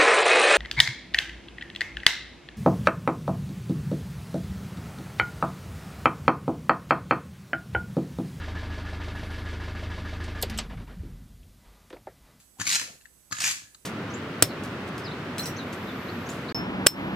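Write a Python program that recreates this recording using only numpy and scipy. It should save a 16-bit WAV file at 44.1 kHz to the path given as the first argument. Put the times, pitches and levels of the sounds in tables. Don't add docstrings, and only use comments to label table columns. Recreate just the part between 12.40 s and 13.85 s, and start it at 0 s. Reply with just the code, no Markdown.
import sys
import numpy as np
from scipy import signal
from scipy.fft import rfft, irfft, next_fast_len
from scipy.io import wavfile
from scipy.ndimage import uniform_filter1d

SR = 44100
rng = np.random.default_rng(int(sys.argv[2]) if len(sys.argv) > 2 else 0)


def voltage_ratio(level):
    return 10 ** (np.asarray(level, float) / 20)


def generate_wav(signal):
    frames = np.transpose(np.atleast_2d(signal))
    scaled = np.clip(frames, -1, 1) * 32767
    pcm = np.round(scaled).astype(np.int16)
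    wavfile.write(sys.argv[1], SR, pcm)


N = 63945

# hz, level_db (per Hz)
GLUE_SPECTRUM = [(300, -41.5), (1200, -17.5), (1600, -1), (2700, -3), (6600, -1), (10000, -10),
                 (15400, -21.5), (16000, -48.5)]


def read(points, hz):
    f, value = np.transpose(points)
    return np.interp(np.log(hz + 1), np.log(f + 1), value)


def curve(points):
    return voltage_ratio(np.interp(np.arange(N) / SR, *np.transpose(points), left=-120, right=-120))


def evened(x):
    return x / np.sqrt(np.mean(x ** 2) + 1e-20)


def add(mix, s, sound):
    part = mix[round(s * SR):][:len(sound)]
    part += sound[:len(part)]


def colour(x, db_points):
    hz = np.fft.rfftfreq(4096, 1 / SR)
    half = np.log(voltage_ratio(read(db_points, hz)))
    full = np.concatenate([half, half[-2:0:-1]])
    taps = np.fft.ifft(np.exp(full - 1j * signal.hilbert(full).imag)).real[:2048]
    return signal.oaconvolve(x, taps)[:len(x)]


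def resonate(x, hz, width_hz):
    turn = np.exp(2j * np.pi * hz * np.arange(len(x)) / SR)
    r = np.exp(-np.pi * width_hz / SR)
    return 2 * (turn * signal.lfilter([1 - r], [1, -r], x / turn)).real


def ding(hz, db, t60, rise):
    t = np.arange(5000) / SR
    return voltage_ratio(db - 60 * t / t60) * np.minimum(t / rise, 1) * np.sin(2 * np.pi * hz * t)


def floor():
    # hz, level_db (per Hz)
    hiss = [(20, -22), (56, 3), (85, -6), (180, -5.5), (673, -15.5), (4000, -21), (7840, -16.5),
            (12600, -24.5), (15800, -22)]
    # hz, likeness (-1 to 1)
    likeness = [(60, 0.81), (240, 0.38), (950, 0.094), (3770, 0.091), (15000, 0.46)]
    level_db = -62.5
    frames, hz = N // 256 + 5, np.fft.rfftfreq(1024, 1 / SR)
    a, b, c, d = rng.standard_normal((frames, 513, 4)).T
    same = np.clip(read(likeness, hz), -1, 1)[:, None]
    left = a + 1j * b
    right = same * left + np.sqrt(1 - same ** 2) * (c + 1j * d)
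    bands = np.array([left, right]) * voltage_ratio(read(hiss, hz))[:, None]
    noise = signal.istft(bands, nperseg=1024, noverlap=768)[1][:, :N]
    return voltage_ratio(level_db) * evened(noise) * voltage_ratio(np.array([[-1.5], [1.5]]))


def whine():
    # time_s, pitch_hz
    drift = [(0, 1561.5), (.6, 1559), (1.0, 1559), (1.25, 1542), (1.45, 1542)]
    # multiple, level_db
    overtones = [(4, -75), (5, -66.5), (6, -66.5), (7, -70.5), (8, -69), (9, -74.5), (10, -78)]
    left_db, waver_db = -30, 0.6
    mains_hz, mains_db = 59, -73
    t = np.arange(N) / SR
    turns = np.cumsum(np.interp(t, *np.transpose(drift))) / SR
    noise = rng.standard_normal((len(overtones), N))
    waver = [evened(uniform_filter1d(uniform_filter1d(v, 1500), 1500)) for v in noise]
    tone = np.zeros(N)
    for (k, db), w in zip(overtones, waver):
        tone += voltage_ratio(db + 5.0 + waver_db * w) * np.sin(2 * np.pi * (round(k) * turns + rng.random()))
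    mains = voltage_ratio(mains_db + 3 + 2 * waver[0]) * np.sin(2 * np.pi * mains_hz * t)
    return tone * voltage_ratio(np.array([[left_db], [0]])) + mains


def room(x):
    # hz, t60_s
    decay = [(150, 1), (1000, 0.34), (3000, 0.34), (7000, 0.32), (14000, 0.28)]
    taps = np.zeros((2, SR // 2))
    at = np.arange(200, SR // 2 - 20, 20)
    at = at + rng.integers(0, 20, (2, len(at)))
    np.put_along_axis(taps, at, rng.choice([-1., 1.], at.shape), 1)
    hz, t, z = signal.stft(taps, SR, nperseg=256)
    tail = signal.istft(z * voltage_ratio(-60 * t / read(decay, hz)[:, None]), SR, nperseg=256)[1]
    return signal.fftconvolve(x[None], tail / np.linalg.norm(tail[0]), axes=1)[:, :N]


def pair(x):
    # hz, left_minus_right_db
    lean = [(200, 1.5), (1650, 3), (5000, 3.5), (7000, 1.5), (9000, -6), (15000, -3.5)]
    # hz, share (0 to 1)
    direct = [(700, 0.9), (1500, 0.8), (4000, 0.69), (9000, 0.74)]
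    # hz, left_lead_rad
    lead = [(300, 0), (900, -.4), (1700, -1.7), (2600, -.6), (4500, -.8), (6800, -1.5), (12000, -1)]
    moves_per_s = 9
    taps = rng.standard_normal((2, 300)) * voltage_ratio(-60 * np.arange(300) / 300)
    size = next_fast_len(N + 4096)
    turn = np.pi * moves_per_s * np.arange(N) / SR
    hz, paths = np.fft.rfftfreq(size, 1 / SR), rfft(taps, size)
    parts = rfft(x * np.array([np.sin(turn), np.cos(turn)]), size)
    power = abs(paths) ** 2
    sideways = (paths / np.sqrt(power + 0.29 * np.mean(power)) * parts).sum(axis=0)
    c = np.sqrt(np.clip(read(direct, hz), 0, 1))
    tilt = voltage_ratio(read(lean, hz) / 2) * np.exp(.5j * read(lead, hz))
    both = rfft(x, size) * c + np.sqrt(1 - c ** 2) * sideways * [[1], [-1]]
    return irfft(both * [tilt, 1 / tilt], size)[:, :N]


def hand_scuff():
    # time_s, level_db
    brush = [
        (.39, -134),
        (.415, -45.5),
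        (.45, -56.5),
        (.5, -54),
        (.56, -63),
        (.6, -90),
    ]
    # hz, level_db
    tone = [(60, -33), (110, 7), (230, 6), (330, 1.5), (500, 3), (700, -0.5), (1200, -16)]
    return curve(brush) * evened(colour(rng.standard_normal(N), tone))


def card():
    # start_s, level_db, pitch_hz, t60_s
    buckles = [(0.17, -54.5, 770, 0.065), (0.187, -41, 970, 0.022), (.1985, -41, 860, 0.0089),
               (.2152, -22.5, 930, 0.01), (.253, -39.5, 750, 0.019), (0.291, -46, 945, 0.034),
               (.358, -31.5, 846, 0.024), (.415, -32.5, 963, 0.021), (.492, -50, 695, 0.07),
               (0.906, -51, 986, 0.028), (0.924, -32.5, 1240, 0.066), (.923, -43, 670, 0.036),
               (0.9247, -28, 1673, 0.037), (.967, -36, 1720, .04), (.987, -32, 1690, 0.05),
               (1.012, -39.5, 727, 0.073), (1.078, -35, 807, 0.037)]
    out = np.zeros(N)
    for s, db, hz, t60 in buckles:
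        add(out, s, ding(hz, db, t60, 0.0022))
    return out


def casing(x):
    # pitch_hz, width_hz, level_db
    shell = [(1250, 460, -2.5), (1720, 332, -1), (2640, 610, -6), (4260, 990, 4.5), (5140, 1100, -4),
             (6600, 502, 7.5), (7254, 1200, 2)]
    return sum((-1) ** k * voltage_ratio(db) * resonate(x, f, w) for k, (f, w, db) in enumerate(shell))


def spool_hum():
    # time_s, level_db
    spin = [(.915, -80), (.926, -44), (.945, -50), (.99, -46), (1.1, -50), (1.2, -57), (1.23, -66),
            (1.33, -72), (1.36, -100)]
    hz, width_hz = 1700, 60
    hum = resonate(resonate(rng.standard_normal(N), hz, width_hz), hz, 3 * width_hz)
    return curve(spin) * evened(hum)


def rattles():
    # start_s, peak_db, low_ring_hz, hub_ring_db, upper_rings_db
    knocks = [(.531, -41, 1630, -28, -28), (.542, -50, 1650, -20, -20), (.603, -54, 1700, -20, -20),
              (0.6105, -49, 1750, 1, -7), (.615, -58, 1700, -20, -20), (0.62, -52, 1650, -4, -4),
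              (.651, -48, 1800, -20, -20), (0.6553, -31.5, 1790, -18, -24), (.6605, -43, 1800, -6, -15),
              (.67, -51, 1600, -15, -20), (.708, -52, 1720, -20, -20), (1.3462, -45, 1770, -14, 4)]
    # pitch_hz, level_db, t60_s
    spool = [(3700, -1, .016), (4400, -3, .018), (4900, -2, .012), (6200, -9, .01), (6750, -8, .01)]
    hub_hz, ring_t60_s, rise_s = 2700, 0.013, 0.0015
    out, t = np.zeros(N), np.arange(800) / SR
    for s, db, hz, hub_db, upper_db in knocks:
        add(out, s, ding(hz, db, ring_t60_s, rise_s))
        add(out, s, ding(hub_hz, db + hub_db, ring_t60_s, rise_s))
        for (f, g, t60), detune in zip(spool, rng.uniform(0.95, 1.01, len(spool))):
            add(out, s, ding(f * detune, db + upper_db + g, t60, rise_s))
        rustle = evened(casing(rng.standard_normal(800)))
        add(out, s, voltage_ratio(db + upper_db - 0.5 - 60 * t / 0.038) * rustle)
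    return out


def drag():
    # time_s, level_db
    first = [
        (.165, -90),
        (.188, -54),
        (.2, -38.5),
        (.25, -46.5),
        (.27, -35.5),
        (.36, -31.5),
        (.372, -39.5),
        (.43, -41),
        (.56, -59),
    ]
    # time_s, level_db
    second = [
        (0.904, -56.5),
        (0.914, -51.5),
        (.998, -43),
        (1.004, -34.5),
        (1.081, -32),
        (1.105, -36.5),
        (1.139, -41.5),
        (1.24, -54),
        (1.32, -74),
    ]
    earlier_db, fall_db_per_s = -54.5, 368
    return curve(first) + curve(second) + voltage_ratio(earlier_db - fall_db_per_s * np.arange(N) / SR)


def table():
    # pitch_hz, level_db, t60_s
    modes = [(100, -8, .07), (112, -1, .11), (175, -3, .09), (225, -6, .08), (285, -5, .08),
             (480, -17, .05), (750, -16, .05)]
    # start_s, level_db
    thumps = [(0.188, -32), (0.196, -18), (0.207, -17.5), (0.258, -28), (0.272, -21.5), (0.314, -41),
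              (0.352, -38), (0.413, -41), (0.91, -26), (0.921, -22), (0.989, -29.5), (1.037, -25),
              (1.077, -36), (1.166, -37.5), (1.22, -37)]
    thump_db, rumble_db = -11.5, -36.5
    t = np.arange(12000) / SR
    ring = sum(voltage_ratio(db - 60 * t / t60) * np.sin(2 * np.pi * hz * t) for hz, db, t60 in modes)
    ring = -ring / abs(ring).max()
    push = voltage_ratio(rumble_db) * drag() * rng.standard_normal(N)
    for s, db in thumps:
        add(push, s, voltage_ratio(db + thump_db) * np.hanning(40) / 20)
    return signal.oaconvolve(push, ring)[:N]


def peel():
    crackle_per_s, spread_db = 3300, 1
    wide_db, bright_power = 6.5, 1.58
    size = voltage_ratio(spread_db * np.minimum(rng.exponential(1, N), 4)) * rng.choice([-1., 1.], N)
    clumps = voltage_ratio(1.0 * evened(uniform_filter1d(rng.standard_normal(N), 150)))
    snaps = size * clumps * (rng.random(N) < crackle_per_s / SR)
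    push = drag()
    bright = (push / push.max()) ** (bright_power - 1)
    return push * (evened(casing(snaps)) + voltage_ratio(wide_db) * bright * evened(colour(snaps, GLUE_SPECTRUM)))


def tooth_snaps():
    # start_s, peak_db
    snaps = [(0.2739, -13.5), (0.3233, -18), (0.3542, -11), (0.3979, -17), (.9232, -25), (1.019, -17),
             (1.0189, -20), (1.04, -15), (1.0429, -14), (1.0508, -23), (1.077, -16), (1.1097, -18),
             (1.1206, -19)]
    out, click = np.zeros(N), np.zeros(3000)
    click[0] = 1
    crack = evened(colour(click, GLUE_SPECTRUM)) + voltage_ratio(4.5) * evened(casing(click))
    for (s, db), sign in zip(snaps, rng.choice([-1., 1.], len(snaps))):
        add(out, s, sign * voltage_ratio(db) * crack / abs(crack).max())
    return out


def ticks():
    # start_s, peak_db, loudest_ring_hz, second_ring_hz, snap_db
    first = [(0.199, -19, 1450, 6750, -12), (0.2058, -24, 6940, 4600, -10), (0.2096, -19.5, 1670, 7250, -9),
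             (0.215, -12, 1750, 6660, -1.5), (0.253, -18.5, 7330, 4300, -9), (0.2673, -12, 2210, 4620, -1),
             (0.274, -11.5, 6220, 6760, -5), (0.278, -14, 2540, 6800, -1), (0.2847, -28, 6160, 2500, -3),
             (0.2922, -9.5, 6800, 4090, -30), (0.302, -7.5, 6260, 1940, -13),
             (0.3135, -10.5, 4320, 1900, -28), (0.3242, -9.5, 3980, 2790, -16),
             (.332, -9, 4140, 2670, -2.5), (0.3401, -11, 4680, 7250, -0.5), (0.3476, -11, 4150, 2265, -1),
             (0.354, -5.5, 4150, 7000, -1), (0.362, -11.5, 5860, 2560, -6.5), (0.3965, -14, 4980, 6550, 3),
             (0.4148, -19.5, 1980, 4430, 9)]
    # start_s, peak_db, loudest_ring_hz, second_ring_hz, snap_db
    second = [(0.9119, -27.5, 1150, 4740, -21), (0.9192, -28, 1370, 8250, 6),
              (0.9223, -16, 1704, 6600, -7.5), (0.9259, -17, 5040, 1650, -3),
              (0.9288, -25.5, 7000, 1220, -1), (0.9516, -27, 1250, 8300, 3),
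              (0.9671, -23.5, 2730, 7060, -16), (.983, -23, 6350, 1200, 0), (0.9855, -18, 1710, 7150, -15),
              (1.0042, -15, 5140, 6560, -12), (1.019, -15, 7050, 2580, -13), (1.0295, -18, 2860, 6600, -6),
              (1.0397, -13.5, 2500, 7230, -3), (1.0425, -10.5, 2370, 7370, -5),
              (1.0514, -13, 6900, 5200, -17), (1.0626, -12, 6870, 2450, -3), (1.0686, -14, 2460, 7100, 8),
              (1.0766, -11, 5650, 7100, -21), (1.0835, -17, 2560, 6100, 6), (1.091, -13.5, 5500, 6630, -12),
              (1.1, -18.5, 6600, 2240, -18), (1.1107, -13, 7460, 8370, -3.5), (1.1132, -18, 7230, 8430, -4),
              (1.1214, -23.5, 7000, 2480, 0)]
    burst_t60_s, tooth_t60_s = 0.036, 0.013
    tick_db, ring_db, second_db, wide_db = -3.5, -1.26, -4, -2
    out, t = np.zeros(N), np.arange(3000) / SR
    for s, db, hz, second_hz, snap_db in first + second:
        burst = rng.standard_normal(len(t)) * np.minimum(t / 0.00067, 1) * voltage_ratio(-60 * t / burst_t60_s)
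        ring = ding(hz, 0, tooth_t60_s, 0.00074) + ding(second_hz, second_db, tooth_t60_s, 0.00055)
        snap = colour(burst * (0.27 + voltage_ratio(11.0 - 60 * t / 0.0015)), GLUE_SPECTRUM)
        tick = evened(casing(burst)) + voltage_ratio(ring_db) * evened(ring[:len(t)])
        tick += voltage_ratio(wide_db + snap_db) * evened(snap)
        add(out, s, voltage_ratio(db + tick_db) * tick / abs(tick).max())
    return out


def scene():
    runner = peel() + ticks() + tooth_snaps()
    small = rattles() + card() + spool_hum() + hand_scuff()
    low = signal.sosfilt(signal.butter(4, 96.3, "high", fs=SR, output="sos"), table())
    far = room(voltage_ratio(-5.5) * runner + voltage_ratio(-15) * small + voltage_ratio(-23.0) * low)
    near = pair(runner + small) + low * voltage_ratio(np.array([[.7], [-.7]]))
    return near + far + floor() + whine()


def low_pass(x):
    return signal.sosfilt(signal.butter(12, 15910, fs=SR, output="sos"), x)


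def record(dry):
    dry = signal.sosfilt(signal.butter(2, 40, "high", fs=SR, output="sos"), dry)
    edge = signal.firwin(255, 15450, window=("kaiser", 8), fs=SR)
    dry = signal.oaconvolve(dry, edge[None], "same")
    return low_pass(dry)


dry = scene()
out = record(dry)
generate_wav(out)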